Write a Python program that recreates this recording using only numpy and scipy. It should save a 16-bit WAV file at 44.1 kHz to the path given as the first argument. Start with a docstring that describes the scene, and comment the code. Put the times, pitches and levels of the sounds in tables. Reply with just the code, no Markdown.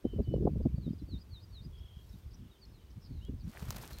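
"""Meadow birds, wind and a bird let go

Songbirds whistle, trill and chirp at a distance: gliding tones, scattered by grass and ground.
Wind rumbles, flutters and thumps at the microphone, over a faint hiss of open air.
Near the end a small bird is let go from a gloved hand: feathers slide over the glove,
then the wings beat quickly away with sharp feather snaps."""
import sys
import numpy as np
from scipy import signal
from scipy.fft import rfft, irfft
from scipy.io import wavfile

SR = 44100
rng = np.random.default_rng(int(sys.argv[2]) if len(sys.argv) > 2 else 0)


def dump_mix(stems):
    """Bounce the given channels to the path in sys.argv[1] as a 16-bit WAV at rate SR."""
    frames = np.atleast_2d(stems).T  # one column per channel
    limited = np.clip(frames, -1, 1)  # hard clip at full scale
    pcm = np.round(limited * 32767).astype(np.int16)
    wavfile.write(sys.argv[1], SR, pcm)


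N = 176400
TIME = np.arange(N) / SR

# One swoop. Each row: time from onset in seconds, pitch in Hz, relative level in dB, buzz depth in Hz.
SWOOP_SHAPE = [(0, 4700, -26, -2), (0.024, 4540, -13, 2), (.046, 4326, -3.5, 7), (.064, 3985, 3.5, 4),
               (0.088, 3693, 0.5, -2), (0.108, 3635, -5.5, 17), (0.119, 4000, -10.5, 382),
               (.143, 4700, -13, 418), (0.154, 5000, -2.5, 26), (.163, 4780, -8.5, 0),
               (0.167, 4600, -11, 0)]
# The phrase. Each row: start in seconds, level in dB.
SWOOPS = [(0.78, -68.5), (1.064, -60), (1.285, -60.5), (1.498, -60.5)]


def bird_swoops():
    """A nearer bird repeats a falling whistle, a buzzy climb and a hook."""
    out = np.zeros(N)
    at, hz, db, depth_hz = np.transpose(SWOOP_SHAPE)
    t = np.arange(0, at[-1], 1 / SR)
    for start, level in SWOOPS:
        tone = whistle(t, np.interp(t, at, hz), np.interp(t, at, depth_hz), buzz_hz=224)
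        add(out, start, amp(level + np.interp(t, at, db)) * unit(tone))
    return out


# Held notes. Each row: start in seconds, length in seconds, pitch in Hz, level in dB.
WHISTLES = [(0.033, 0.148, 3064, -65.5), (0.236, 0.143, 2994, -65.5)]


def held_whistles(rise_s=.025, fade_s=.012, droop_hz=90):
    """A bird holds a pitch that droops at the very end."""
    out = np.zeros(N)
    for start, length, pitch, level in WHISTLES:
        t = np.arange(0, length, 1 / SR)
        edges = np.minimum(np.minimum(t / rise_s, (length - t) / fade_s), 1)
        add(out, start, amp(level) * edges * whistle(t, pitch - droop_hz * (t / length) ** 6))
    return out


# One trill note. Each row: fraction of the cycle, pitch offset in sweeps, relative level in dB.
TRILL_NOTE = [(0, -0.9, -17), (.2, 0.7, 0), (.5, 0.2, 1.5), (.67, 0, -6), (.74, -2, -3), (.8, 1, -11),
              (0.92, -1, 2.5), (1, -1, -19)]
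# The trill. Each row: start in seconds, length in seconds, pitch in Hz, sweep in Hz,
# notes per second, relative level in dB.
TRILLS = [(1.722, .345, 3270, 190, 38.4, -66)]


def bird_trill(rise_s=.018, fade_s=.065, sag_hz_per_s=410, jitter_cycles=.062, gain_db=-.5):
    """A bird's rough run of fast, uneven notes, sagging in pitch."""
    out = np.zeros(N)
    at, sweep, db = np.transpose(TRILL_NOTE)
    for start, length, pitch, sweep_hz, rate, level in TRILLS:
        t = np.arange(0, length, 1 / SR)
        cycle = (t * rate + jitter_cycles * wander(t, rate)) % 1
        hz = pitch + sweep_hz * np.interp(cycle, at, sweep) - sag_hz_per_s * t
        tone = unit(whistle(t, hz, waver_hz=69))
        edges = np.minimum(np.minimum(t / rise_s, (length - t) / fade_s), 1)
        add(out, start, amp(gain_db + level + np.interp(cycle, at, db)) * edges * tone)
    return out


# Short calls. 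Each row: start in seconds, length in seconds, first, middle and last pitch in Hz,
# level in dB, buzz depth in Hz.
CHIRPS = [(0.083, 0.075, 3420, 2925, 2700, -73, 30), (.195, .025, 4050, 3950, 3850, -75, 60),
          (.186, .036, 2980, 2750, 2600, -77, 0), (3.436, .014, 5800, 5700, 5650, -67, 0),
          (0.227, 0.031, 4840, 4550, 3770, -68.5, 2), (.328, .016, 4440, 4280, 4000, -67, 0),
          (0.337, 0.0093, 5900, 4730, 3370, -65.5, -3), (0.62, 0.04, 5180, 4840, 5160, -78, 55),
          (0.755, 0.041, 4460, 4600, 4500, -67.5, 30), (0.882, 0.034, 3280, 3180, 3130, -71, 0),
          (0.98, 0.021, 4620, 4560, 4200, -71.5, 400), (0.993, 0.036, 4170, 4040, 4000, -67.5, -2),
          (1.77, .038, 4570, 5100, 5350, -74.5, 300), (2.092, 0.013, 5200, 5450, 5500, -67, 0),
          (2.115, 0.035, 4130, 3810, 3700, -68, 0), (2.143, .05, 3190, 3040, 3170, -74, 100),
          (2.2, 0.11, 5200, 5200, 4870, -83, 60), (2.308, 0.023, 5100, 4700, 4300, -67.5, 350),
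          (2.333, 0.025, 4900, 5360, 5140, -61.5, 548), (2.506, 0.055, 3820, 3680, 3480, -69, 70),
          (2.55, 0.036, 3200, 3090, 3060, -68, 120), (2.614, 0.041, 4760, 4410, 4180, -58.5, 4),
          (2.646, 0.013, 4260, 4630, 6040, -60.5, 2), (2.662, 0.091, 5300, 5200, 5050, -76, 63),
          (2.722, 0.076, 4400, 4040, 3630, -70, 80), (2.79, 0.049, 3230, 3050, 3040, -69, 47),
          (2.843, 0.089, 3010, 3005, 3150, -71.5, 56), (2.903, 0.014, 5120, 4740, 4380, -66, 1100),
          (3.008, 0.055, 5300, 5170, 5140, -67.5, 328), (3.039, 0.042, 4900, 4450, 4330, -63.5, 618),
          (3.072, 0.22, 4620, 3940, 3810, -70.5, 182), (3.147, 0.053, 2080, 2120, 2110, -75, 0),
          (3.206, 0.084, 2650, 3135, 3330, -62.5, 20), (3.242, 0.058, 3000, 2900, 2920, -67, 0),
          (3.397, 0.032, 4450, 4200, 4000, -66.5, 520), (3.924, 0.038, 4270, 4190, 3920, -58, 103),
          (3.968, 0.033, 4000, 3920, 3820, -58.5, 298)]


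def chirps(blurred_db=-71, clear_db=-63):
    """Arched glides, some buzzy; the fainter the chirp, the farther the bird and the more blurred."""
    near, far = np.zeros((2, N))
    for start, length, first, middle, last, level, depth_hz in CHIRPS:
        t = np.arange(0, length, 1 / SR)
        pitch = np.polyval(np.polyfit([0, .5, 1], [first, middle, last], 2), t / length)
        envelope = amp(level) * abs(np.sin(np.pi * t / length)) ** .5
        note = envelope * whistle(t, pitch, depth_hz, buzz_hz=106.4, waver_hz=42)
        clear = np.interp(level, [blurred_db, clear_db], [0, 1])
        add(near, start, clear * note)
        add(far, start, (1 - clear) * note)
    return near + scattered(far)


def whistle(t, hz, buzz_depth_hz=0, buzz_hz=0, waver_hz=14):
    """A bird's pure tone, with a slight waver and an optional fast buzz in pitch and level."""
    buzz = np.sin(2 * np.pi * np.cumsum(buzz_hz * (1 + 0.16 * wander(t, 60))) / SR)
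    pulsing = 1 + np.minimum(buzz_depth_hz / 700, .7) * buzz
    pitch = hz + buzz_depth_hz * buzz + waver_hz * wander(t, 250)
    return pulsing * np.sin(2 * np.pi * np.cumsum(pitch) / SR)


# Rustle envelope. Each row: time in seconds, level in dB.
RUSTLE = [(3.44, -72), (3.5, -63.5), (3.54, -60), (3.575, -59.5), (3.605, -56.5), (3.7, -57), (3.8, -55.5),
          (3.86, -54), (3.89, -60), (3.95, -60.5), (4, -57.5)]
# Rustle spectrum. Each row: frequency in Hz, relative level in dB.
RUSTLE_COLOUR = [(150, 6), (500, 2.5), (1100, -1.5), (1800, -3), (2800, -6), (6000, -10), (7600, -10),
                 (9000, -5), (10400, -10.5), (12000, -10.5), (15700, -17)]


def released_bird(grain_db=1.5, grain_hz=707, dip_db=-6, dip_hz=9360, dip_width_hz=2160):
    """Feathers slide on the glove, then wings beat: grainy rustle, snaps and ticks, with a treble dip."""
    at, db = np.transpose(RUSTLE)
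    envelope = amp(np.interp(TIME, at, db)) * (TIME > at[0])
    grain = unit(amp(grain_db * wander(TIME, grain_hz)))
    rustle = envelope * noise(RUSTLE_COLOUR)
    feathers = grain * (rustle + wing_strokes()) + snaps() + envelope * barb_ticks()
    dip = np.exp(-((np.fft.rfftfreq(N, 1 / SR) - dip_hz) / dip_width_hz) ** 2)
    return irfft(rfft(feathers) * amp(dip_db * dip), N)


# Wing strokes. Each row: peak time in seconds, hiss in dB, swish in dB, half-width in seconds.
STROKES = [(3.563, -75, -57, 0.017), (3.627, -55, -54, 0.0063), (3.688, -52.5, -55, 0.0056),
           (3.71, -43.5, -62, .004), (3.726, -50, -52, 0.0042), (3.749, -57, -54.5, .008),
           (3.765, -45.5, -52.5, 0.0054), (3.785, -55, -49.5, 0.0044), (3.821, -51, -60, 0.011),
           (3.836, -60, -68, .007), (3.91, -56, -53.5, 0.0098), (3.934, -56.5, -74, 0.013),
           (3.992, -65, -64, 0.0053)]
# Glove brushes. 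Each row: peak time in seconds, level in dB, half-width in seconds.
BRUSHES = [(2.12, -69.5, 0.13), (2.19, -75, .008), (3.497, -62, 0.011)]
# Feather hiss and air swish spectra. Each row: frequency in Hz, relative level in dB.
FEATHER_COLOUR = [(300, 8), (2300, -19.5), (4000, -1), (6200, -4.5), (8000, -5.5), (10400, -2.5),
                  (12000, -4), (15700, -8.5)]
SWISH_COLOUR = [(200, -1), (600, 2), (1200, 1), (1900, -1.5), (3000, -8.5), (7000, -26)]


def wing_strokes():
    """Feathers hiss on each stroke or brush of the glove; strokes also push a swish of air."""
    at, hiss_db, swish_db, width_s = np.transpose(STROKES)
    hiss = noise(FEATHER_COLOUR) * (swells(zip(at, hiss_db, width_s)) + swells(BRUSHES))
    swish = noise(SWISH_COLOUR) * swells(zip(at, swish_db, width_s))
    return hiss + swish


# Feather snaps. Each row: time in seconds, level in dB, band centre in Hz, band width in octaves.
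SNAPS = [(3.251, -39.5, 4900, 0.92), (3.5732, -25.5, 1680, 0.41), (3.683, -32.5, 1100, 0.42),
         (3.7062, -15, 6200, 1.26), (3.7077, -21, 830, 0.65), (3.769, -29, 4000, 1.6),
         (3.877, -27, 6940, 0.83), (3.9325, -29.5, 7500, 1.1), (3.9865, -26.5, 9000, 2.2)]


def snaps(rattle_s=.0008, rattle_db=-21, size=2048):
    """Feather tips snap: one sharp click and a brief dry rattle."""
    out = np.zeros(N)
    t = (np.arange(size) - size // 2) / SR
    f = np.fft.rfftfreq(size, 1 / SR) + 1
    for at, level, centre, width in SNAPS:
        click = t == 0
        rattle = (t > 0) * amp(rattle_db) * np.exp(-abs(t) / rattle_s) * rng.standard_normal(size)
        band = np.exp(-.5 * (np.log2(f / centre) / width) ** 2)
        snap = irfft(rfft(click + rattle) * band)
        add(out, at + t[0], amp(level) * snap / np.linalg.norm(snap))
    return out


def barb_ticks(ticks_per_s=220, bands=6, width_octaves=.78, spread_db=3.5, gain_db=-5):
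    """Single feather barbs tick at random, each in its own register."""
    f, spectrum = np.fft.rfftfreq(N, 1 / SR) + 1, 0
    for centre_hz in np.geomspace(900, 12000, bands):
        ticks = (rng.random(N) < ticks_per_s / bands / SR) * rng.choice([-1, 1], N)
        strength = amp(spread_db * np.minimum(rng.exponential(1, N), 3))
        band = np.exp(-.5 * (np.log2(f / centre_hz) / width_octaves) ** 2)
        spectrum = spectrum + rfft(ticks * strength) * band
    colour = amp(np.interp(f, *np.transpose(RUSTLE_COLOUR)))
    return amp(gain_db) * unit(irfft(spectrum * colour, N))


# Wind strength. Each row: time in seconds, relative rumble level in dB, relative flutter level in dB.
WIND = [(0, -85, -104), (0.052, -41, -44), (.11, -45.5, -50), (.21, -32.5, -31.5), (0.251, -46.5, -56),
        (0.291, -36.5, -39.5), (.5, -43.5, -37), (.71, -40, -48), (.83, -48, -48), (.9, -38, -48.5),
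        (.99, -56, -63.5), (1.141, -43, -47), (1.25, -52.5, -61), (2.1, -52, -77.5), (2.45, -54.5, -58),
        (2.54, -66, -71), (2.65, -54, -59), (3.02, -56.5, -65), (3.121, -42.5, -46), (3.22, -45, -72),
        (3.35, -44.5, -51), (3.55, -56, -68), (3.65, -47, -49), (4, -57.5, -61)]
# Rumble and flutter spectra. Each row: frequency in Hz, relative level in dB.
RUMBLE_COLOUR = [(10, -38), (25, -9), (45, 2.5), (62, 5.5), (100, -2.5), (140, -10), (220, -17.5),
                 (400, -75.5)]
FLUTTER_COLOUR = [(60, -35.5), (120, 1), (160, -3), (240, -5.5), (350, -16.5), (500, -29.5), (800, -54),
                  (1500, -88)]


def wind(rumble_gain_db=1.6, flutter_gain_db=-2.5, gust_hz=22.34, eddy_hz=90, swing_db=3):
    """Rumble and flutter at the microphone port share gusts; the flutter has quicker eddies too."""
    at, rumble_db, flutter_db = np.transpose(WIND)
    gust_db = swing_db * wander(TIME, gust_hz)
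    eddies = unit(amp(swing_db * wander(TIME, eddy_hz)))
    rumble = noise(RUMBLE_COLOUR) * amp(rumble_gain_db + np.interp(TIME, at, rumble_db))
    flutter = noise(FLUTTER_COLOUR) * amp(flutter_gain_db + np.interp(TIME, at, flutter_db))
    return amp(gust_db) * (rumble + eddies * flutter)


# Wind thumps. Each row: peak time in seconds, level in dB, length in seconds, upper edge in Hz.
BUFFETS = [(.053, -24.5, 0.0086, 525), (0.066, -32, 0.0036, 430), (0.138, -39, 0.01, 530),
           (0.164, -30, 0.004, 437), (0.192, -34, 0.011, 563), (.203, -23.5, 0.0051, 484),
           (0.279, -39, 0.0071, 437), (0.29, -27, 0.0087, 147), (0.327, -35, 0.037, 402),
           (.342, -22.5, 0.0037, 486), (.365, -32, 0.0045, 667), (0.382, -33.5, 0.0053, 476),
           (0.411, -29, 0.0095, 366), (0.431, -30, 0.01, 424), (.457, -21, 0.0048, 420),
           (0.475, -23.5, 0.009, 716), (0.492, -36, 0.011, 540), (0.517, -33.5, 0.015, 252),
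           (0.561, -42, 0.005, 580), (0.574, -34, .006, 320), (0.609, -33.5, 0.0077, 544),
           (0.659, -20.5, 0.006, 537), (0.668, -23, 0.0045, 400), (0.744, -29, 0.0088, 224),
           (0.783, -27.5, 0.0045, 373), (0.867, -30.5, 0.0036, 374), (0.88, -41, .007, 520),
           (0.885, -31, 0.012, 267), (0.909, -27.5, 0.0058, 227), (0.935, -38, 0.0058, 413),
           (1.026, -40, 0.012, 297), (1.089, -43.5, 0.0043, 477), (1.144, -39.5, 0.017, 287),
           (1.333, -43.5, 0.027, 127), (1.618, -40, 0.01, 174), (1.67, -43, 0.026, 260),
           (1.971, -39, 0.006, 150), (2.15, -46.5, 0.018, 205), (2.272, -40, 0.014, 125),
           (2.411, -47.5, 0.036, 232), (2.975, -43.5, 0.022, 220), (3.112, -38.5, 0.0095, 325),
           (3.294, -36, 0.013, 386), (3.334, -41, 0.015, 295), (3.451, -38.5, 0.016, 170),
           (3.484, -40, 0.023, 268), (3.626, -37, 0.0091, 211), (3.693, -35, 0.011, 127)]


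def buffets(low_hz=84.6, edge_order=5.85, size=8192):
    """Single eddies hit the microphone as brief knots of random pressure."""
    out = np.zeros(N)
    t = (np.arange(size) - size // 2) / SR
    f = np.fft.rfftfreq(size, 1 / SR) + 1
    for at, level, length, edge_hz in BUFFETS:
        envelope = np.exp(-2 * (t / length) ** 2)
        pink_band = 1 / (1 + (low_hz / f) ** 2) / (1 + (f / edge_hz) ** edge_order) / f ** .5
        thump = irfft(rfft(envelope * rng.standard_normal(size)) * pink_band)
        thump *= np.linalg.norm(envelope) / np.linalg.norm(thump)
        add(out, at + t[0], amp(level) * thump)
    return out


# Far chatter. Each row: start in seconds, length in seconds, pitch in Hz, relative level in dB.
CHATTERS = [(.462, .1, 2450, -78), (.648, .125, 2550, -76), (2.355, .19, 3100, -75.5)]


def chatter(notes_per_s=36, sweep_hz=1020, gain_db=4.5):
    """A far bird's run of quick falling notes."""
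    out = np.zeros(N)
    for start, length, pitch, level in CHATTERS:
        t = np.arange(0, length, 1 / SR)
        cycle = t * notes_per_s % 1
        tone = whistle(t, pitch + sweep_hz * (.5 - cycle), waver_hz=122)
        envelope = np.sin(np.pi * cycle) * abs(np.sin(np.pi * t / length)) ** .5
        add(out, start, amp(level + gain_db) * envelope * tone)
    return out


def twitter(count=70, low_hz=3500, high_hz=5700, glide_hz=400, mean_length_s=.035, level_db=-79.5):
    """Far birds sing tiny gliding notes at random times."""
    out = np.zeros(N)
    for when, height, slope, size in rng.random((count, 4)):
        t = np.arange(0, mean_length_s * (.5 + size), 1 / SR)
        pitch = low_hz + height * (high_hz - low_hz) + glide_hz * (2 * slope - 1) * t / t[-1]
        envelope = amp(level_db) * np.sin(np.pi * t / t[-1])
        add(out, when * N / SR, envelope * whistle(t, pitch, waver_hz=71.6))
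    return out


def scattered(x, blur_share=.2, decay_s=.016, flicker_db=2, flicker_hz=130):
    """Far song comes by many paths through the grass, blurred and flickering."""
    t = np.arange(SR // 8) / SR
    paths = rng.standard_normal(len(t)) * np.exp(-t / decay_s)
    blur = signal.fftconvolve(x, paths / np.linalg.norm(paths))[:N]
    flicker = unit(amp(flicker_db * wander(TIME, flicker_hz)))
    return (np.sqrt(1 - blur_share) * x + np.sqrt(blur_share) * blur) * flicker


def meadow_echo(x, echo_db=-12.5, t60_s=.15):
    """Grass and ground scatter a faint, short tail."""
    t = np.arange(SR // 2) / SR
    tail = rng.standard_normal(len(t)) * 1e-3 ** (t / t60_s)
    return x + amp(echo_db) * signal.fftconvolve(x, tail / np.linalg.norm(tail))[:N]


# Background spectrum. Each row: frequency in Hz, relative level in dB.
AIR_COLOUR = [(180, -20), (320, 1), (410, -3), (470, -6), (810, -12.5), (910, -11), (1760, -16.5),
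              (2540, -17.5), (3540, -17.5), (4170, -19.5), (6010, -22), (7580, -26), (8790, -24),
              (10600, -29), (12700, -23), (15700, -27.5)]


def field_air(level_db=-68):
    """The quiet, steady hiss of the field."""
    return amp(level_db) * noise(AIR_COLOUR)


def amp(db):
    """Decibels to gain."""
    return 10 ** (np.asarray(db) / 20)


def unit(x):
    """Scales to an rms of one."""
    return x / np.sqrt(np.mean(x ** 2) + 1e-20)


def add(mix, s, sound):
    """Mixes a sound in at a time."""
    at = round(s * SR)
    sound = sound[max(-at, 0):]
    part = mix[max(at, 0):][:len(sound)]
    part += sound[:len(part)]


def noise(colour):
    """Steady noise with a given spectrum."""
    hz, db = np.transpose(colour)
    f = np.fft.rfftfreq(N, 1 / SR)
    return unit(irfft(rfft(rng.standard_normal(N)) * amp(np.interp(np.log(f + 1), np.log(hz + 1), db)), N))


def wander(t, hz):
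    """Random drift at about the given rate."""
    knots = rng.standard_normal(int(t[-1] * hz) + 3)
    return np.interp(t * hz, np.arange(len(knots)), knots)


def swells(rows):
    """A smooth rise and fall for each stroke."""
    return sum(amp(level) * np.exp(-((TIME - s) / length) ** 2) for s, level, length in rows)


def scene():
    """Birdsong, wind and the released bird over the field's air, in mono."""
    song = bird_swoops() + held_whistles() + bird_trill() + chirps() + scattered(chatter() + twitter())
    return (meadow_echo(song) + wind() + buffets() + released_bird() + field_air())[None]


def record(dry):
    """The recorder's low cut and band limit."""
    low_cut_hz, high_cut_hz = 23, 15900
    low_cut = signal.butter(2, low_cut_hz, "high", fs=SR, output="sos")
    band_limit = signal.firwin(401, high_cut_hz, window=("kaiser", 8), fs=SR)
    return signal.oaconvolve(signal.sosfiltfilt(low_cut, dry), band_limit[None], "same")


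dry = scene()
out = record(dry)
dump_mix(out)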